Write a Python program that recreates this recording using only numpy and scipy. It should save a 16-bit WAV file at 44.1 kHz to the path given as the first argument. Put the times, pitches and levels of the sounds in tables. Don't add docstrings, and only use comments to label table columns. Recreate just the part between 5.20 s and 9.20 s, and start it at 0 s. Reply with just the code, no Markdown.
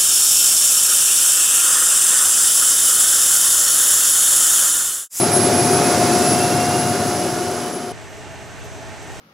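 import sys
import numpy as np
from scipy import signal
from scipy.fft import rfft, irfft
from scipy.io import wavfile

SR = 44100
rng = np.random.default_rng(int(sys.argv[2]) if len(sys.argv) > 2 else 0)


def wrap_up_sound(samples):
    columns = np.atleast_2d(samples).T
    tamed = np.clip(columns, -1, 1)
    steps = np.round(tamed * 32767).astype(np.int16)
    wavfile.write(sys.argv[1], SR, steps)


N = 176400

JUMP_S, JUMP_FADE_S = 2.722, 0.0053
BLADES, SHAFT_JITTER = 15, 0.00011
GEAR_HZ, GEAR_RISE_HZ_PER_S, GEAR_EASE_HZ_PER_S2 = 2346, 305, 14.5
SWELL_DB, FLICKER_DB, BREEZE_DB, TOP_HZ = 0.38, 0.6, -41.5, 15700

# time in seconds, turns per second.
SHAFT_SPEED = [(0, 706), (.28, 710), (.6, 712.2), (1.1, 714.2), (1.95, 716.6), (2.7, 715.5)]
# time in seconds, then rumble, roar, hum and hiss in dB.
NEAR_LEVELS = [(0, -30.5, -18, -25.5, -25.5), (.47, -24, -17, -24, -25), (.7, -28, -16.5, -21.5, -24.5),
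               (1.05, -28, -17, -21.5, -24.5), (1.5, -27, -19.5, -21.5, -27.5),
               (2.05, -30.5, -21.5, -28.5, -31), (2.3, -34.5, -24.5, -28, -33),
               (2.45, -42.5, -24.5, -35.5, -34.5), (2.7, -47, -29.5, -35, -41)]
# frequency in Hz, relative level in dB.
RUMBLE_SPECTRUM = [(30, -40), (62, -34), (86, -6.5), (120, 2), (160, -2), (220, -11), (400, -50),
                   (1000, -65)]
ROAR_SPECTRUM = [(30, -46), (66, -44), (110, -11), (190, -5.5), (300, -5.5), (480, -9), (640, -4.5),
                 (800, -8.5), (1000, -12.5), (1420, -11.5), (1700, -16), (2300, -20), (3500, -23.5),
                 (6000, -29), (16000, -63)]
HISS_SPECTRUM = [(1200, -30), (3000, -15), (4400, -7.5), (5400, -0.5), (6400, -2.5), (7900, -5), (8800, -7),
                 (10400, -6.5), (11500, -12), (13200, -16.5), (15500, -21.5)]
# centre in Hz, width in Hz, lift in dB.
DUCT_PEAKS = [(244, 28, 6.5), (298, 23, -1.5), (371, 101, 11.5), (581, 32, 1), (860, 49, 2)]
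INTAKE_PEAKS = [(4790, 88, 8), (4060, 180, 5), (3530, 96, 5.5)]
# multiple of shaft speed, level in dB against the hum.
SHAFT_OVERTONES = [(2, -18), (3, -22), (13, -30), (14, -23)]
# time in seconds, level in dB.
WHISTLE_LEVELS = [(0, -18.5), (.08, -26), (.13, -19), (.25, -21), (.31, -30), (.38, -21), (.5, -26),
                  (.56, -20.5), (.61, -37), (.65, -24), (.73, -36), (.99, -32), (1.09, -21.5), (1.24, -31),
                  (1.42, -46), (1.61, -28.5), (1.8, -42), (2.3, -52), (2.57, -39), (2.68, -69)]
GEAR_LEVELS = [(0, -38), (.35, -43), (.6, -38), (.9, -42), (1.2, -36), (1.3, -39), (1.48, -35), (1.9, -48),
               (2.2, -48), (2.7, -50)]
# offset in Hz, half width in Hz, level in dB against the hiss.
BLADE_BANDS = [(34.8, 68, -8), (209, 98, -6.5), (90.6, 490, -11.5)]
# frequency in Hz, relative level in dB.
FAR_ROAR_SPECTRUM = [(40, -23), (85, -7), (115, 2), (170, -7), (300, -3), (520, -7), (760, -4),
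                     (1020, -8.5), (1450, -9), (1800, -10), (2200, -10.5), (2650, -12.5), (3300, -16),
                     (4800, -20.5), (9000, -37), (16000, -70)]
FAR_HISS_SPECTRUM = [(2500, -29), (4800, -10.5), (6100, 0.5), (6800, -4), (7800, -1), (8700, -8),
                     (10200, -12.5), (11500, -21.5), (13500, -30), (15000, -55)]
# centre in Hz, width in Hz, lift in dB.
FAR_ROAR_PEAKS = [(417, 35, 8.5), (649, 50, 9.5), (856, 30, 8), (1560, 36, 4), (1820, 79, 7.5)]
# time in seconds, roar in dB, hiss in dB.
DISTANT_LEVELS = [(2.72, -35.5, -50), (2.9, -36.5, -49), (3.15, -35.5, -49), (3.33, -35, -50),
                  (3.45, -35, -47.5), (3.7, -34.5, -48.5), (4, -34, -44.5)]
# peak time and half length in seconds, pitch in Hz, glide in Hz per second,
# half width in Hz, level in dB.
DISTANT_WHINES = [(3.2, 0.1, 655, 0, 8.8, -49), (3.12, 0.25, 2790, -330, 55, -55.5),
                  (3.36, .14, 1500, 0, 10, -51), (3.48, .16, 6150, -450, 100, -53.5)]
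# frequency in Hz, then side against mid and left against
# right in dB for the near cart, then the same pair for the far cart.
STEREO_IMAGE = [(100, -16.5, 1.5, 11.5, 1), (336, -23, 3.5, -11, 0.5), (760, -12.5, 1.3, -12.5, -1),
                (1500, -16, 0.5, -8.5, -2), (2980, -11.5, -0.7, -7.5, -3.5), (6140, -9.5, -2.5, -11, -1.5),
                (11300, -19.5, -0.3, -19, -1)]
# frequency in Hz, relative level in dB.
BREEZE_SPECTRUM = [(20, -26), (50, -3.5), (100, 4.5), (135, 0.5), (220, -8), (400, -10), (1000, -51)]
# time in seconds, level in dB against BREEZE_DB.
BREEZE_LEVELS = [(0, -6), (2.85, -4), (3.05, -1.5)]


def turbine():
    rumble_db, roar_db, hum_db, hiss_db = curve(NEAR_LEVELS)
    image = over_hz(STEREO_IMAGE)[:2]
    rumble = undb(rumble_db) * turbulence(colour(RUMBLE_SPECTRUM), *image)
    roar = undb(roar_db) * turbulence(colour(ROAR_SPECTRUM, DUCT_PEAKS), *image)
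    hiss = undb(hiss_db) * turbulence(colour(HISS_SPECTRUM, INTAKE_PEAKS), *image)
    shaft_hz = curve(SHAFT_SPEED)[0] * (1 + SHAFT_JITTER * wander(11.6).real)
    angle = phase_of(shaft_hz)
    return rumble + roar + hiss + shaft_hum(angle, hum_db) + blade_whistle(angle, hiss_db)


def shaft_hum(angle, hum_db):
    out = undb(hum_db) * tone(angle, flutter=0.16, spread=0.044, pan_db=2, rate_hz=18)
    for order, db in SHAFT_OVERTONES:
        out += undb(hum_db + db) * tone(order * angle, flutter=0.96, spread=0.46, pan_db=1, rate_hz=8.4)
    return out


def blade_whistle(angle, hiss_db):
    blade_phase = BLADES * angle
    whistle = tone(blade_phase, flutter=0.4, spread=0.21, pan_db=2, rate_hz=20)
    out = undb(curve(WHISTLE_LEVELS)[0]) * whistle
    for offset_hz, width_hz, db in BLADE_BANDS:
        phase = blade_phase + 2 * np.pi * offset_hz * np.arange(N) / SR
        mid = narrow_band(phase, width_hz)
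        side = 0.51 * narrow_band(phase, width_hz)
        out += undb(hiss_db + db) * unit(np.array([mid + side, mid - side]))
    return out


def gear_whine():
    t = np.arange(N) / SR
    hz = GEAR_HZ + GEAR_RISE_HZ_PER_S * t - GEAR_EASE_HZ_PER_S2 * t ** 2
    whine = tone(phase_of(hz), flutter=0.93, spread=0.76, pan_db=-3, rate_hz=22)
    return undb(curve(GEAR_LEVELS)[0]) * whine


def distant_cart():
    t = np.arange(N) / SR
    roar_db, hiss_db = curve(DISTANT_LEVELS)
    image = over_hz(STEREO_IMAGE)[2:]
    out = undb(roar_db) * turbulence(colour(FAR_ROAR_SPECTRUM, FAR_ROAR_PEAKS), *image)
    out += undb(hiss_db) * turbulence(colour(FAR_HISS_SPECTRUM), *image)
    out += undb(hiss_db - 19) * narrow_band(2 * np.pi * 13270 * t, half_width_hz=30)
    for peak_s, half_s, hz, glide, width_hz, db in DISTANT_WHINES:
        swell = np.exp(-((t - peak_s) / half_s) ** 2 / 2)
        out += undb(db) * swell * narrow_band(phase_of(hz + glide * (t - peak_s)), width_hz)
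    return out


def breeze():
    level_db = BREEZE_DB + curve(BREEZE_LEVELS)[0] + 0.62 * wander(4.3).real
    buffeting = irfft(rfft(rng.standard_normal((2, N))) * colour(BREEZE_SPECTRUM), N)
    return undb(level_db) * unit(buffeting)


def turbulence(gain, side_db, balance_db, octaves=9):
    mid, side = rfft(rng.standard_normal((2, N)))
    sign = np.array([[1], [-1]])
    spectrum = gain * (mid + sign * undb(side_db) * side) * undb(sign * balance_db / 2)
    octave = np.clip(np.log2((np.fft.rfftfreq(N, 1 / SR) + 1) / 55), 0, octaves - 1)
    swell_db = SWELL_DB * wander(6.7).real
    out = np.zeros((2, N))
    for k in range(octaves):
        band = irfft(spectrum * np.maximum(1 - abs(octave - k), 0), N)
        out += band * undb(swell_db + FLICKER_DB * wander(13).real)
    return unit(out)


def tone(phase, flutter, spread, pan_db, rate_hz):
    shared = 1 + flutter * wander(rate_hz)
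    channels = np.array([shared + spread * wander(rate_hz) for _ in range(2)])
    pan = undb([[pan_db / 2], [-pan_db / 2]])
    return unit((channels * np.exp(1j * phase)).real * pan)


def narrow_band(phase, half_width_hz):
    return unit((wander(half_width_hz) * np.exp(1j * phase)).real)


def wander(rate_hz):
    f = np.fft.fftfreq(N, 1 / SR)
    noise = rng.standard_normal(N) + 1j * rng.standard_normal(N)
    return unit(np.fft.ifft(noise / (1 + (f / rate_hz) ** 4)))


def colour(spectrum, peaks=()):
    f = np.fft.rfftfreq(N, 1 / SR)
    lift_db = sum(db / (1 + (2 * (f - hz) / width) ** 2) for hz, width, db in peaks)
    return undb(over_hz(spectrum)[0] + lift_db)


def curve(table):
    times, *cols = np.array(table, float).T
    return [np.interp(np.arange(N) / SR, times, c) for c in cols]


def over_hz(table):
    hz, *cols = np.array(table, float).T
    return [np.interp(np.log(np.fft.rfftfreq(N, 1 / SR) + 1), np.log(hz), c) for c in cols]


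def phase_of(hz):
    return 2 * np.pi * np.cumsum(hz) / SR


def undb(db):
    return 10 ** (np.asarray(db) / 20)


def unit(x):
    return x / np.sqrt(np.mean(np.abs(x) ** 2))


def scene():
    far = np.clip((np.arange(N) / SR - JUMP_S) / JUMP_FADE_S + .5, 0, 1)
    return (1 - far) * (turbine() + gear_whine()) + far * distant_cart() + breeze()


def record(dry):
    return signal.sosfilt(signal.ellip(10, .2, 80, TOP_HZ, fs=SR, output="sos"), dry)


dry = scene()
out = record(dry)
wrap_up_sound(out)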